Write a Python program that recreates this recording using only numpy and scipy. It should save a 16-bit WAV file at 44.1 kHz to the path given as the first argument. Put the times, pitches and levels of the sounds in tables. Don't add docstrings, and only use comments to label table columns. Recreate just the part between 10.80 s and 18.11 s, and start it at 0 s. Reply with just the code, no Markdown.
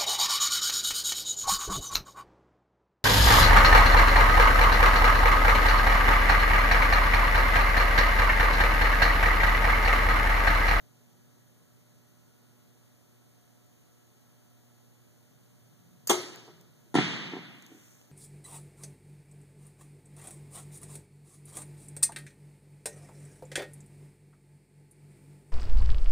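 import sys
import numpy as np
from scipy import signal
from scipy.fft import rfft, irfft
from scipy.io import wavfile
from scipy.ndimage import uniform_filter1d

SR = 44100
rng = np.random.default_rng(int(sys.argv[2]) if len(sys.argv) > 2 else 0)


def log_audio(samples):
    frames = np.atleast_2d(samples).T
    limited = np.clip(frames, -1, 1)
    pcm = np.round(limited * 32767).astype(np.int16)
    wavfile.write(sys.argv[1], SR, pcm)


N = 322582



def gain_of(db):
    return 10 ** (np.asarray(db) / 20)


def read(points, hz, index=1):
    rows = np.transpose(points)
    return np.interp(np.log(hz + 1), np.log(rows[0] + 1), rows[index])


def band(x, lo_hz, hi_hz):
    return signal.sosfilt(signal.butter(2, [lo_hz, hi_hz], "bandpass", fs=SR, output="sos"), x)


def add(mix, start_s, sound):
    part = mix[round(start_s * SR):][:len(sound)]
    part += sound[:len(part)]


def ring(modes, rough=0., grain_s=.0003, rise_s=.0001):
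    t = np.arange(SR // 3) / SR
    width = max(round(grain_s * SR), 1)
    grain = uniform_filter1d(rng.standard_normal((len(modes), len(t))), width, axis=1)
    wobble = 1 + rough * np.sqrt(width) * grain
    out = np.zeros(len(t))
    for (hz, db, t60_s), w in zip(modes, wobble):
        out += gain_of(db - 60 * t / t60_s) * np.sin(2 * np.pi * hz * t) * w
    return out * (1 - np.exp(-t / rise_s))


def noise(shared_db, opposed_db, count, size):
    shape = (count * 4 // size + 5, size // 2 + 1)
    real, imag = rng.standard_normal((2, 2, *shape))
    levels_db = np.array([np.broadcast_to(shared_db, shape), np.broadcast_to(opposed_db, shape)])
    spectra = (real + 1j * imag) * gain_of(levels_db) * np.sqrt(1.5 * SR / size)
    return signal.istft(spectra.transpose(0, 2, 1), nperseg=size, noverlap=size * 3 // 4)[1][:, :count]


def bow():
    # start in seconds, crack in dB, blow on the limbs in dB.
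    slaps = [(5.2963, -18, -19.5), (5.3005, -23, -22.5), (5.3045, -26, -18), (5.309, -24, -27.5),
             (5.3142, -27, -25), (5.3195, -34, -35.5)]
    # frequency in Hz, level in dB relative to the crack, t60 in seconds.
    crack_modes = [(6700, 2.5, 0.0065), (8460, -3.5, 0.0055), (5760, -3, 0.0078), (14340, -5, .006),
                   (3600, -11, 0.012), (12000, -14.5, 0.0038)]
    # frequency in Hz, level in dB relative to the blow, t60 in seconds.
    limb_modes = [(411, -6, 0.066), (699, -13.5, 0.025), (798, -4.5, 0.039), (910, -7.5, 0.033),
                  (1150, -9, 0.039), (2460, -23.5, 0.028), (3000, -26.5, 0.038), (3320, -18, 0.049)]
    # frequency in Hz, level in
    # dB relative to the ring's gain, t60 in seconds.
    limb_ring_modes = [(358.4, 0, 0.23), (380.3, -4.5, 0.17), (650, -18, 0.34), (1270, -19.5, 0.45),
                       (2096, -12, 0.3)]
    out, t = np.zeros(N), np.arange(-.012, 0, 1 / SR)
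    first_s = slaps[0][0]
    hiss = gain_of(-23.5 + 1900 * t) * band(rng.standard_normal(len(t)), 1850, 6700)
    add(out, first_s + t[0], hiss)
    add(out, first_s, gain_of(-22.0) * ring(limb_ring_modes, rough=0.33, grain_s=0.006, rise_s=0.0089))
    for start_s, crack_db, blow_db in slaps:
        crack = gain_of(crack_db) * ring(crack_modes, rough=0.9)
        limbs = gain_of(blow_db) * ring(limb_modes, rough=0.32, grain_s=0.00203, rise_s=0.00098)
        add(out, start_s, crack + limbs)
    return out


def clicks():
    # start in seconds, gain in dB, main mode in Hz, t60 in seconds.
    click_rows = [(5.272, -27, 9200, 0.017), (5.2748, -24.5, 7250, 0.011), (5.281, -29.5, 7100, .02),
                  (5.559, -42.5, 7240, 0.006), (5.811, -52, 7070, 0.009), (6.824, -43.5, 6560, 0.0061),
                  (6.8646, -42.5, 6600, 0.0051), (7.214, -53.5, 2720, .011)]
    tick_db, tick_t60_s = -5, 0.0022
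    out, t = np.zeros(N), np.arange(0, .01, 1 / SR)
    for start_s, db, hz, t60_s in click_rows:
        partials = [(1, -3), (1.1, -7), (1.95, -7), (.32, -19), (0.68, -9)]
        modes = [(ratio * hz, mode_db, t60_s) for ratio, mode_db in partials]
        add(out, start_s, gain_of(db) * ring(modes, rough=0.61))
        tick = band(rng.standard_normal(len(t)), 3000, 17500)
        add(out, start_s, gain_of(db + tick_db - 60 * t / tick_t60_s) * tick)
    return out


def target():
    # start in seconds, blow in dB, treble burst in dB.
    thumps = [(6.1425, -30, -36), (6.151, -29.5, -30), (6.154, -19, -50), (6.161, -34, -33),
              (6.172, -25.5, -50), (6.185, -19.5, -43), (6.196, -31, -49), (6.208, -33, -44.5)]
    # frequency in Hz, level in dB relative to the blow, t60 in seconds.
    block_modes = [(305.5, 1.5, 0.038), (164, -12, 0.076), (372, -7.5, 0.03), (220, -12.5, 0.091),
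                   (752, -6, 0.038), (854, -7.5, 0.022), (1343, -13, 0.062), (1804, -9.5, 0.043)]
    out, t = np.zeros(N), np.arange(0, .04, 1 / SR)
    for start_s, blow_db, burst_db in thumps:
        add(out, start_s, gain_of(blow_db) * ring(block_modes, rough=0.25, grain_s=0.00223, rise_s=0.00021))
        burst = band(band(rng.standard_normal(len(t)), 2570, 9800), 2450, 9800)
        add(out, start_s, gain_of(burst_db - 60 * t / 0.037) * burst)
    return out


def flutter(x, lo_hz, hi_hz):
    round_trip_s, trip_db = .3805, -13.5
    t, out = np.arange(0, .1, 1 / SR), np.zeros(N)
    for trip in range(1, 4):
        smear = rng.standard_normal(len(t)) * gain_of(-31 - 60 * t / 0.087)
        smear[0] = 1
        smeared = signal.oaconvolve(x, smear)[:N]
        x = gain_of(trip_db) * band(smeared, lo_hz, hi_hz / trip ** 0.95)
        add(out, trip * round_trip_s, x)
    return out


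def arrive(x, lag_s):
    turn = np.exp(1j * np.pi * np.fft.rfftfreq(N, 1 / SR) * lag_s)
    return irfft(rfft(x) * np.array([turn.real, 1j * turn.imag]), N)


def tail(start_s, table, t60_s, rise_s, patchy_db):
    # frequency in Hz, opposed minus shared in dB.
    spread = [(100, -21.5), (350, -12.5), (700, -7.5), (1500, -2), (3000, 0), (16000, 0)]
    air_db_per_s_khz2 = 0.36
    size, count = 1024, N - round(start_s * SR)
    hz = np.fft.rfftfreq(size, 1 / SR)
    t = np.arange(count * 4 // size + 5)[:, None] * size / 4 / SR
    patches = uniform_filter1d(rng.standard_normal((len(t), len(hz))), size=16, axis=1)
    patches = uniform_filter1d(patches, size=4, axis=0)
    loss_db = t * (60 / t60_s + air_db_per_s_khz2 * (hz / 1000) ** 2)
    level_db = read(table, hz) - 40 - loss_db + patchy_db * patches / patches.std()
    rise = 1 - np.exp(-np.arange(count) / SR / rise_s)
    out = np.zeros((2, N))
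    out[:, -count:] = noise(level_db, level_db + read(spread, hz), count, size) * rise
    return out


def rustle():
    peak_s, peak_db = 7.1, -67.5
    before_s, after_s = 0.23, 0.12
    t = np.arange(N) / SR - peak_s
    swell = gain_of(peak_db - 5 * (t / np.where(t < 0, before_s, after_s)) ** 2)
    grain = gain_of(6 * uniform_filter1d(rng.standard_normal(N), size=40))
    cloth = rng.standard_normal((2, N)) * grain
    lower = band(cloth, 5580, 8000) * 2.27
    upper = band(band(cloth, 8500, 15300), 7700, 14900) * 0.88
    return (lower + upper) * swell


def waver():
    spread_db, step_s = 2, .3
    knots_s = np.arange(0, N / SR + 1, step_s)
    return gain_of(spread_db * np.interp(np.arange(N) / SR, knots_s, rng.standard_normal(99)[:len(knots_s)]))


def buzz():
    strong = [1, 2, 5, 6, 11, 12, 14, 16, 33, 51, 52, 55, 57]
    faint = [3, 4, 7, 9, 17, 20, 21, 22, 25, 26, 28, 49, 50, 54, 56, 58, 59]
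    sideways = [14, 25]
    base_hz, base_db, slope_db_per_octave, faint_db = 120.05, -77.5, -4.5, -6.5
    sizzle_from_hz, sizzle_db = 5500, 13
    opposed_rel_db, opposed_least_db, sideways_rel_db = -12, -102, 8.5
    phase_cycles = np.array([[0], [-.08]])
    multiple, t = np.array(strong + faint), np.arange(N) / SR
    shared_db = base_db + slope_db_per_octave * np.log2(multiple) + faint_db * np.isin(multiple, faint)
    shared_db += sizzle_db * (multiple * base_hz > sizzle_from_hz)
    opposed_db = np.maximum(shared_db + opposed_rel_db, opposed_least_db)
    opposed_db = np.where(np.isin(multiple, sideways), shared_db + sideways_rel_db, opposed_db)
    out = np.zeros((2, N))
    for m, a_db, b_db in zip(multiple, shared_db, opposed_db):
        cycles = m * base_hz * t + rng.random() + phase_cycles
        out += np.sqrt(2) * waver() * gain_of([[a_db], [b_db]]) * np.sin(2 * np.pi * cycles)
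    return out


def whine():
    # frequency in Hz, opposed peak level in dB.
    tones = [(186, -100), (279, -87), (372, -88.5), (465, -87.5), (930, -86), (14360, -85)]
    t = np.arange(N) / SR
    mono = sum(gain_of(db) * np.sin(2 * np.pi * (hz * t + rng.random())) for hz, db in tones)
    return mono * gain_of([[-8], [0]])


def rumble():
    # time in seconds, noise gain in dB ahead of the shared and opposed gains.
    points = [(0, -71.5), (1.6, -75.5), (4.0, -81.5), (5.1, -64.5), (5.6, -64.5), (7.32, -76.5)]
    swell = gain_of(np.interp(np.arange(N) / SR, *np.transpose(points)))
    low = band(band(rng.standard_normal((2, N)), 108.5, 195), 96, 280)
    return low * swell * gain_of([[18], [2]])


def hiss_floor():
    # frequency in Hz, shared level in dB per Hz, opposed level in dB per Hz.
    spectrum = [(30, -124, -130), (60, -124, -131), (95, -104, -115), (137, -102, -111), (322, -105, -109),
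                (910, -112, -112), (1720, -113, -113), (7600, -116, -116), (14900, -116, -116),
                (16800, -150, -150)]
    hz = np.fft.rfftfreq(2048, 1 / SR)
    return noise(read(spectrum, hz), read(spectrum, hz, index=2), N, size=2048)


def scene():
    # frequency in Hz, level in dB ahead of the 40 dB cut.
    bow_near = [(149, -51), (270, -44), (400, -12), (600, -29), (900, -21.5), (1800, -29), (3350, -22),
                (4580, -30.5), (6780, -22.5), (11100, -39.5), (14000, -34), (15800, -46)]
    # frequency in Hz, level in dB ahead of the 40 dB cut.
    bow_tail = [(60, -60), (120, -39), (270, -39), (360, -25), (480, -36.5), (1200, -39.5), (4500, -37.5),
                (7000, -40.5), (10020, -46), (15500, -53)]
    # frequency in Hz, level in dB ahead of the 40 dB cut.
    target_tail = [(60, -52), (130, -21.5), (308, -23.5), (520, -37.5), (750, -35), (1400, -32.5),
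                   (2120, -26.5), (3440, -28.5), (4870, -38), (7550, -45), (11260, -66.5), (15500, -81)]
    near, far = bow(), target()
    hits = arrive(near, 1.4e-4) + arrive(clicks(), 1.5e-4)
    echoes = flutter(gain_of(-4.5) * far + gain_of(-17.5) * near, 200, 1150)
    hits += arrive(far + echoes, -0.000025)
    hits[1] += .1 * far
    hits += tail(5.297, bow_near, t60_s=0.2, rise_s=0.0012, patchy_db=3.0)
    hits += tail(5.297, bow_tail, t60_s=1, rise_s=0.0089, patchy_db=1.5)
    hits += tail(6.145, target_tail, t60_s=1.48, rise_s=0.014, patchy_db=0.93)
    thin = signal.sosfilt(signal.butter(8, 130, "highpass", fs=SR, output="sos"), hits)
    shared, opposed = thin + rustle() + buzz() + whine() + rumble() + hiss_floor()
    return np.array([shared + opposed, shared - opposed])


def record(dry):
    steer_samples, edge_hz = 17, 16300
    steered = dry - np.pad(dry[::-1], ((0, 0), (steer_samples, 0)))[:, :N]
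    zero, pole = np.exp(-2 * np.pi * np.array([800, 20]) / SR)
    lifted = signal.lfilter([1, -zero], [1, -pole], steered)
    clean = signal.sosfilt(signal.butter(2, 25, "highpass", fs=SR, output="sos"), lifted)
    limit = signal.firwin(511, edge_hz, window=("kaiser", 9), fs=SR)
    return signal.oaconvolve(clean, limit[None], "same")


dry = scene()
out = record(dry)
log_audio(out)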